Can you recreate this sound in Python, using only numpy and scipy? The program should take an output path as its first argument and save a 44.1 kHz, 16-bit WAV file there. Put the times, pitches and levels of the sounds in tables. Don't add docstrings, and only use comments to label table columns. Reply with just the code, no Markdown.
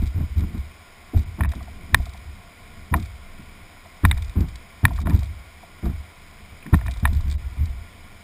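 import sys
import numpy as np
from scipy import signal
from scipy.fft import rfft, irfft
from scipy.io import wavfile
from scipy.ndimage import uniform_filter1d, map_coordinates

SR = 44100
rng = np.random.default_rng(int(sys.argv[2]) if len(sys.argv) > 2 else 0)


def transcribe(signal):
    frames = np.atleast_2d(signal).T
    limited = np.clip(frames, -1, 1)
    pcm = np.round(limited * 32767).astype(np.int16)
    wavfile.write(sys.argv[1], SR, pcm)


def level_to_linear(level):
    exponent = np.asarray(level, float) / 20
    return 10 ** exponent


N = 362943


def rms_one(x):
    return x / np.sqrt(np.mean(x ** 2) + 1e-20)


def drift(rate_hz):
    knots = rng.standard_normal(400)
    return map_coordinates(knots, [np.arange(N) / SR * rate_hz % 399], order=3)


def coloured(spectrum, peaks=()):
    hz = np.fft.rfftfreq(N, 1 / SR) + 1e-3
    corner_hz, corner_db = np.transpose(spectrum)
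    level_db = np.interp(np.log(hz), np.log(corner_hz), corner_db, -90, -90)
    for centre_hz, width_hz, peak_db in peaks:
        level_db = level_db + peak_db / (1 + (2 * (hz - centre_hz) / width_hz) ** 2)
    return rms_one(irfft(rfft(rng.standard_normal(N)) * level_to_linear(level_db), N))


def band(x, low_hz, high_hz):
    return signal.sosfilt(signal.butter(2, [low_hz, high_hz], "band", fs=SR, output="sos"), x)


def band_noise(low_hz, high_hz):
    return rms_one(band(rng.standard_normal(N), low_hz, high_hz))


def ring(force, modes):
    out = 0
    for hz, level_db, t60 in modes:
        radius = level_to_linear(-60 / (t60 * SR))
        angle = 2 * np.pi * hz / SR
        gain = level_to_linear(level_db) * np.sin(angle)
        poles = [1, -2 * radius * np.cos(angle), radius * radius]
        out = out + signal.lfilter([0, gain], poles, force + 1e-18)
    return out


def contacts(times, peak_db, spread_s, rough):
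    force = np.zeros(N)
    t = np.arange(600) / SR
    chatter = rng.standard_normal((len(times), len(t))) * np.exp(-(t / spread_s) ** 2)
    for s, level_db, shape, share in zip(times, peak_db, chatter, np.broadcast_to(rough, len(times))):
        at = round(s * SR)
        force[at:at + len(t)] += level_to_linear(level_db) * share * shape / np.sqrt(np.sum(shape ** 2))
        force[at] += level_to_linear(level_db) * (1 - share)
    return force


def shudders(rows, partials, glide, glide_s):
    out, envelope = np.zeros(N), np.zeros(N)
    phases = 0.15 * rng.standard_normal((len(rows), len(partials)))
    for (s, peak_db, hz, t60, rise), later, phase in zip(rows, rows[1:] + [(99, 0, 0, 0, 1)], phases):
        at = np.arange(max(0, round((s - 1.6 * rise) * SR)), min(N, round((s + t60) * SR)))
        t = at / SR - s
        since = t + 1.427 * rise
        swell = np.sin(np.pi / 2 * np.clip(since / (2.08 * rise), 0, 1)) ** 0.82
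        stilled = np.clip((later[0] - at / SR) / later[4], 0, 1)
        shape = level_to_linear(peak_db - 60 * np.maximum(t, 0) / t60) * swell * stilled
        cycles = hz * (since + glide * glide_s * (1 - np.exp(-since / glide_s)))
        tone = sum(level_to_linear(db) * np.sin(2 * np.pi * (ratio * cycles + p))
                   for (ratio, db), p in zip(partials, phase))
        out[at] += shape * tone
        envelope[at] += shape
    return out, envelope


# t/s, rumble level/dB
CURRENT = [(0, -46), (1.1, -48), (1.8, -40.5), (2.4, -45), (2.55, -51), (2.75, -44.5), (3.2, -49),
           (3.45, -41), (3.9, -50), (4.7, -47.5), (5.45, -49), (5.75, -49.5), (6.1, -49.5), (6.35, -47.5),
           (6.52, -44), (8.23, -47.5)]
# f/Hz, level/dB per Hz
RUSH_SPECTRUM = [(250, -23), (490, -27), (1000, -33), (1600, -32), (3200, -28), (4800, -29), (5600, -36),
                 (6000, -45)]
# f/Hz, width/Hz, level/dB
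CASE_AIR = [(696, 136, 10), (1050, 260, 12.5), (1417, 110, 9), (2278, 990, 13.5), (2694, 435, -9),
            (4370, 570, -8), (5100, 360, 6)]
# f/Hz, level/dB per Hz
RUMBLE_SPECTRUM = [(10, -9), (20, 11.5), (44, -10.5), (75, 6), (120, -9), (200, -5.5), (300, -17.5),
                   (500, -25.5)]


def river():
    rush = level_to_linear(-49.5 + 0.06 * drift(12.0)) * coloured(RUSH_SPECTRUM, CASE_AIR)
    s, rumble_db = np.transpose(CURRENT)
    current_db = np.interp(np.arange(N) / SR, s, rumble_db)
    return rush + level_to_linear(current_db + 2.0 * drift(5.2)) * coloured(RUMBLE_SPECTRUM)


# t/s of peak, level/dB, f/Hz, t60/s
HEAVES = [(0.011, -12.5, 71, 0.095), (0.052, -12.5, 63.5, 0.032), (0.081, -16, 67.2, 0.14),
          (0.167, -15.5, 85.8, 0.31), (0.248, -19, 82, 0.068), (0.383, -10, 71.2, 0.14),
          (0.441, -17.5, 72.3, 0.13), (1.283, -27.5, 88, 0.3), (1.42, -14.5, 77.3, 0.18),
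          (1.469, -17, 72, 0.34), (2.009, -16, 66.6, 0.13), (2.276, -29, 72.2, 0.3),
          (3.018, -22, 80.5, 0.19), (3.081, -33.5, 66.8, 0.8), (4.152, -15, 66, 0.17),
          (4.21, -23, 76.8, 0.42), (4.884, -24, 75, 0.19), (5.149, -7.5, 77.3, 0.084),
          (5.2, -13.5, 68, .12), (5.279, -24, 76, 0.25), (5.854, -15, 68.4, 0.31),
          (5.949, -27.5, 75.4, 0.29), (7.122, -16, 75.6, 0.2), (7.176, -13.5, 78.7, 0.23),
          (7.234, -23, 71, 0.36), (7.288, -14.5, 68, 0.1), (7.353, -18.5, 66.1, 0.16),
          (7.461, -21, 68.8, 0.24), (7.628, -12.5, 78.6, 0.17)]
# t/s of peak, level/dB, f/Hz
FURTHER_PUSHES = [(0.321, -25, 68), (0.493, -30, 73), (0.562, -18.5, 70), (0.598, -21.5, 73), (1.496, -16, 73),
                  (1.575, -26.5, 67.4), (1.621, -31, 63), (1.703, -30.5, 70), (2.092, -28.5, 69.2),
                  (2.169, -31.5, 62), (4.296, -25.5, 47.5), (4.482, -30, 48.3), (4.528, -23.5, 61.2),
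                  (4.923, -21.5, 70), (4.952, -19, 57.7), (4.995, -19, 72), (5.029, -23, 59.6), (5.37, -32, 64.5),
                  (5.885, -14.5, 69), (6.525, -37, 76), (6.804, -21, 67.5), (6.855, -17.5, 69.7), (6.89, -20, 68.7),
                  (6.922, -24, 66), (6.982, -23.5, 46.3), (7.323, -22, 65), (7.411, -28, 61), (7.594, -19.5, 69.6),
                  (7.697, -22, 58), (7.751, -25.5, 65), (7.82, -31.5, 53.6)]
# t/s of peak, level/dB, f/Hz, rise/s, t60/s of the ring
PUNCHES = [
    (1.173, -9, 83.6, 0.02, 0.11),
    (1.945, -12.5, 74.4, 0.01, 0.094),
    (2.935, -9.5, 77.2, 0.015, .11),
    (4.054, -7, 81, 0.014, 0.34),
    (4.386, -9.5, 77.6, 0.015, 0.2),
    (4.848, -7, 94.4, 0.0113, 0.1),
    (5.069, -11, 68.8, 0.012, 0.91),
    (6.74, -5.5, 78.5, 0.0096, 0.12),
    (7.051, -8.5, 76.6, 0.016, 0.37),
]


def pushes():
    rows = []
    for s, db, hz, rise, t60 in PUNCHES:
        rows.append((s, db, hz, 0.063, rise))
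        rows.append((s + 0.02575, db - 5, hz * 0.882, t60, 0.0126))
    rows += [(*row, 0.01555) for row in HEAVES]   # rise, s
    rows += [(*row, 0.13, 0.0159) for row in FURTHER_PUSHES]
    return sorted(rows)


def boom():
    partials = [(0.9484, 0.5), (1.254, -9.5), (0.793, -9.5)]
    tone, push = shudders(pushes(), partials, glide=0.36, glide_s=0.013)
    surge = level_to_linear(-12.5) * push * band_noise(22.4, 39.2)
    linger = signal.lfilter([.0003], [1, -.9997], push)
    return tone + surge + level_to_linear(-13) * linger * band_noise(50.4, 90.0)


# t/s, level/dB
TICKS = [(0.019, -42), (0.029, -46), (0.037, -42), (0.0583, -43), (0.0662, -39), (0.0734, -38),
         (0.3805, -41.5), (0.3934, -40), (0.4074, -40), (0.5796, -43), (1.1644, -44), (1.1744, -39),
         (1.183, -41), (1.1924, -39.5), (1.2186, -46), (1.2311, -46), (1.491, -41), (1.5183, -37.5),
         (1.553, -40), (1.6287, -42), (1.972, -60), (1.98, -48), (1.9895, -50), (2.0044, -55),
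         (2.0215, -46), (2.0284, -48), (2.0562, -37), (2.061, -47), (2.094, -42.5), (2.1352, -41.5),
         (2.175, -44), (2.964, -38), (2.9704, -42), (2.9986, -38), (3.026, -38), (3.051, -43), (3.057, -41),
         (4.0547, -30), (4.0664, -50), (4.085, -42), (4.144, -46), (4.1765, -35.5), (4.2223, -34),
         (4.246, -39), (4.281, -45), (4.296, -40), (4.3385, -47), (4.4064, -35.5), (4.4857, -40),
         (4.557, -35)]
# t/s, level/dB
LATE_TICKS = [(4.8793, -47), (4.8924, -46), (4.934, -42), (4.9604, -39), (4.9664, -40), (4.974, -45),
              (5.0025, -40), (5.0157, -38), (5.097, -34.5), (5.1322, -39), (5.1384, -46), (5.1465, -39),
              (5.1534, -44), (5.1624, -40), (5.1744, -45), (5.1921, -36), (5.2064, -44), (5.2315, -36.5),
              (5.2444, -41), (5.2574, -43), (5.8561, -40.5), (6.7516, -37), (6.7634, -46), (6.773, -44),
              (6.7814, -50), (6.7934, -50), (6.8034, -57), (6.8289, -55), (6.8484, -60), (6.8675, -36),
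              (6.8744, -47), (6.911, -33.5), (6.9172, -37), (6.939, -38.5), (6.9714, -38), (7.0, -39.5),
              (7.0774, -41), (7.1314, -35.5), (7.1497, -40), (7.1681, -40), (7.209, -40), (7.2809, -41),
              (7.3, -36), (7.3133, -31.5), (7.325, -36.5), (7.3394, -42), (7.579, -49), (7.657, -39.5)]
# f/Hz, level/dB, t60/s
LATCH = [(2410, 0.5, 0.015), (3830, 7.5, 0.0049), (4710, 6, 0.0038), (5560, 1, 0.0036)]


def latch():
    s, peak_db = np.transpose([*TICKS, *LATE_TICKS])
    return ring(contacts(s, peak_db, 0.006, rough=0.58), LATCH)


# t/s of first peak, level/dB, f/Hz, loss/dB per slap
SLAP_RUNS = [(0.026, -21.5, 200, 12), (0.165, -28, 204.2, -6), (0.234, -28, 193, 13),
             (0.372, -27.5, 199.5, -4.5), (0.46, -41.5, 212, -7), (0.55, -25.5, 212, 7),
             (1.141, -23, 288, -4), (1.175, -24.5, 216, 3.5), (1.392, -21, 200.4, -1.5),
             (1.558, -30, 197.4, 6), (1.932, -25.5, 191, -1), (2.928, -19, 190, -1), (2.989, -25.5, 199, 7),
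             (3.401, -33.5, 181, 12), (4.041, -10, 177.4, 10), (4.098, -27, 173, 1.5),
             (4.364, -20, 212.3, -3), (4.84, -13, 163, 8), (4.891, -28.5, 193, 1), (5.015, -30, 189, -4),
             (5.062, -19, 194.5, -3), (5.15, -19, 197, 6.5), (5.836, -20, 211, -2),
             (6.666, -26.5, 195.6, 10), (6.734, -6.5, 186, 22), (6.863, -35, 188, -1),
             (7.034, -18.5, 158.5, 5), (7.102, -29.5, 165, -3.5), (7.256, -32, 175, -2),
             (7.576, -32.5, 161, -3)]


def slap_rows():
    gap_s, jitter, sag = .022, 0.13, 0.97
    rows, k = [], np.arange(7)
    chance = rng.standard_normal((len(SLAP_RUNS), 3, len(k))) * (k > 0)
    for (s, db, hz, loss_db), later, (late, loud, high) in zip(SLAP_RUNS, SLAP_RUNS[1:] + [(99,)], chance):
        times = s + gap_s * (k + jitter * late)
        levels = db - loss_db * k - 1.32 * k ** 2 + 2 * loud
        pitches = hz * sag ** k * (1 + 0.066 * high)
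        for row in zip(times, levels, pitches):
            if row[0] < later[0] - gap_s / 2:
                rows.append((*row, .11, .0065))
    return rows


# frequency ratio, level/dB
PANEL = [(0.797, 1), (1.002, 1.5), (1.202, -7), (1.5, -5), (2.0, -13.5)]


def slaps():
    slap, smack = shudders(slap_rows(), PANEL, glide=0.19, glide_s=0.0079)
    return level_to_linear(-5.0) * band(slap, 94, 398) + level_to_linear(-24) * smack * band_noise(370, 1300)


# t/s, level/dB, f/Hz
DROPS = [(1.39, -32, 1110), (1.455, -27, 2570), (1.605, -32, 1150), (1.675, -35, 1020),
         (2.062, -32.5, 1100), (2.145, -35.5, 870), (2.933, -27, 1010), (2.941, -14, 1024),
         (2.949, -24, 950), (2.928, -14, 520.5), (2.944, -16, 480), (2.957, -31, 560), (2.968, -31, 600),
         (2.984, -40, 560), (4.044, -22, 476), (1.138, -29.5, 1010), (1.17, -24, 670), (5.855, -28, 1040),
         (2.962, -39, 1300), (2.975, -31, 1090), (3.764, -39, 1380), (3.853, -32.5, 845),
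         (4.1125, -10, 2120), (4.1165, -42, 2100), (4.907, -30.5, 1000), (4.987, -23, 1110),
         (5.115, -30, 990), (5.22, -35, 1126), (5.232, -41, 2330), (6.73, -19.5, 880), (6.755, -42, 1010),
         (6.77, -42, 1100), (6.808, -38, 1050), (6.912, -37, 2350), (4.04, -20, 950), (4.046, -24, 990),
         (2.925, -33, 890), (4.117, -32, 1200), (4.121, -34, 1740), (4.119, -30, 2410), (5.124, -36, 900),
         (5.135, -35, 1000), (6.962, -36, 1000), (5.629, -28.5, 980), (6.626, -27.5, 2410),
         (7.203, -37, 1008)]
# f/Hz, level/dB, t60/s
HOLLOW = [(683.5, -2.5, 0.053)]
HOLLOW_LAG_S = 0.00496


def drops():
    out = np.zeros(N)
    t = np.arange(3000) / SR
    splash = rng.standard_normal((len(DROPS), len(t))) * np.exp(-(t / 0.0033) ** 2)
    for (s, db, hz), shape in zip(DROPS, splash):
        force = level_to_linear(db) * (0.91 * shape / np.sqrt(np.sum(shape ** 2)) + 0.17 * (t == 0))
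        answer_db = 0.5 - max(db + 24, 0) - 20 * (hz > 1500 or hz < 800)
        answer = np.roll(ring(force, [(HOLLOW[0][0], answer_db, .035)]), round(HOLLOW_LAG_S * SR))
        out[round(s * SR):][:len(t)] += ring(force, [(hz, 0, .016)]) + answer
    return out


# t/s, level/dB, hollow level/dB, bright level/dB, lean to low modes/dB
KNOCKS = [(1.4078, -14, -16, -26, 5), (1.435, -24, -14, -10, -2), (1.4474, -20.5, -17, -29, 2),
          (1.4545, -30, -7, -16, 5), (1.5205, -32.5, -5, -11, 4), (1.5352, -30, 2.5, -18, 6.5),
          (1.945, 4, -47, -8.5, 0), (1.973, -46, -9, -20, 4), (1.998, -44, 8, -20, 6),
          (2.9399, -8, -14, -21.5, 1.5), (4.0509, -3.5, -26, -15.5, 1.5), (4.1127, -17, -20, 5, -1),
          (4.1266, -34, -17, -24, -4), (4.098, -40, -10, -7, 0), (4.171, -35.5, 2, -10, 2),
          (4.183, -33, -12, -20, 7), (4.8524, 0, -34, -18.5, 0), (4.881, -27.5, -10, -16, 3),
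          (4.897, -43, -7, -16, 0), (4.9796, -31.5, -4, -20, 2), (5.058, -31, 0, -20, 6),
          (5.0704, -20, 0, -17.5, 6.5), (5.098, -28.5, -11, -17, 0), (5.1063, -28, -8, -10, 2),
          (6.664, -29, -13, -30, 3), (6.7354, -20.5, -1.5, -22, 4), (6.742, -12.5, -40, -16, 4.5),
          (6.789, -33, -13, -22, 4), (6.8122, -27.5, -9, -25, 1), (6.8622, -28.5, -6, -17, 2),
          (6.8817, -24.5, -3, -26, -2.5), (6.96, -41, 8, -20, 5), (7.046, -40, -11, 0, 0),
          (7.0536, -5.5, -20, -16.5, 1.5), (7.074, -27, -5, -14, 8)]
# f/Hz, level/dB, t60/s
SHELL = [(1060, -2.5, 0.02), (1366, -6, 0.013), (1830, 4, 0.026), (2350, 0, 0.019)]
# f/Hz, level/dB, t60/s
BRIGHT = [(3714, 5.5, 0.0096), (2960, -12, 0.007), (4800, -16, 0.0096), (5400, -20, 0.0045)]


def seat_damping(s, peak_db):
    free = np.zeros(N)
    free[np.round(s * SR).astype(int)[:, None] + np.arange(int(0.00348 * SR))] = 1
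    last = np.maximum(np.searchsorted(np.sort(s) * SR, np.arange(N)) - 1, 0)
    slam_db = 1.8 * np.maximum(peak_db[np.argsort(s)] + 1.5, 0)[last]
    return level_to_linear((-8.5 - slam_db) * (1 - uniform_filter1d(free, size=20)))


def knocks():
    s, peak_db, hollow_db, bright_db, lean_db = np.transpose(KNOCKS)
    gritty = np.clip(.1 - peak_db / 150, 0, 1)
    seated = seat_damping(s, peak_db)
    low = ring(contacts(s, peak_db - 3 + lean_db, .0012, gritty), SHELL[:2])
    high = ring(contacts(s, peak_db - 3 - lean_db, .0012, gritty), SHELL[2:])
    dull = signal.sosfilt(signal.butter(3, 720, "high", fs=SR, output="sos"), seated * (low + high))
    dull += ring(contacts(s + HOLLOW_LAG_S / 2, peak_db + hollow_db + 5.5, 0.0028, rough=0.56), HOLLOW)
    grit = contacts(s, np.minimum(peak_db, -8) + 19.5, 0.0083, rough=0.54)
    dull += band(grit, 400, 9400)
    bright = seated * ring(contacts(s, peak_db + bright_db - 1, .001, rough=.08), BRIGHT)
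    return dull, band(bright, 2630, 4220)


def case():
    dull, bright = knocks()
    walls = signal.butter(4, 2750, fs=SR, output="sos")
    dull = signal.sosfilt(walls, dull + drops())
    return band(dull, 730, 2700) + band(bright + latch(), 1330, 6400)


def scene():
    return np.tile(river() + boom() + slaps() + case(), (2, 1))


# t/s, length/s, lower edge f/Hz, share lost
TREBLE_GAPS = [
    (1.243, .014, 4500, .75),
    (1.46, .028, 2800, .97),
    (5.032, .022, 1150, .85),
    (7.358, .022, 700, .75),
]


def treble_gaps(x):
    t = np.arange(N) / SR
    narrow = signal.butter(2, [3680, 3900], "band", fs=SR, output="sos")
    kept = 2.2 * signal.sosfiltfilt(narrow, x)
    for s, length, above_hz, lost in TREBLE_GAPS:
        top = signal.sosfiltfilt(signal.butter(4, above_hz, "high", fs=SR, output="sos"), x)
        gate = uniform_filter1d(1. * (t > s) * (t < s + length), size=300)
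        x = x - lost * (top - kept * (above_hz < 3700)) * gate
    return x


def roll_off(x):
    return signal.sosfilt(signal.butter(12, 15700, fs=SR, output="sos"), x)


def record(dry):
    overloaded = dry[0] / (1 + (dry[0] / 1.05) ** 4) ** .25
    slow = signal.resample_poly(overloaded, 40, 147)
    held = signal.resample_poly(np.repeat(slow, 4), 147, 160)[:N]
    held = np.clip(np.pad(held, (0, N - len(held))), -1, 1)
    held = treble_gaps(held)
    apart = uniform_filter1d(1. * (np.abs(held) > .5), size=5000, origin=2300) > 0
    error = level_to_linear(-35.5) * apart * (held + 4.3 * np.gradient(held)) * band_noise(21, 240)
    steep = signal.cheby2(12, 80, 16700, fs=SR, output="sos")
    mix = signal.sosfilt(steep, [held + error, held - error])
    return roll_off(mix)


dry = scene()
out = record(dry)
transcribe(out)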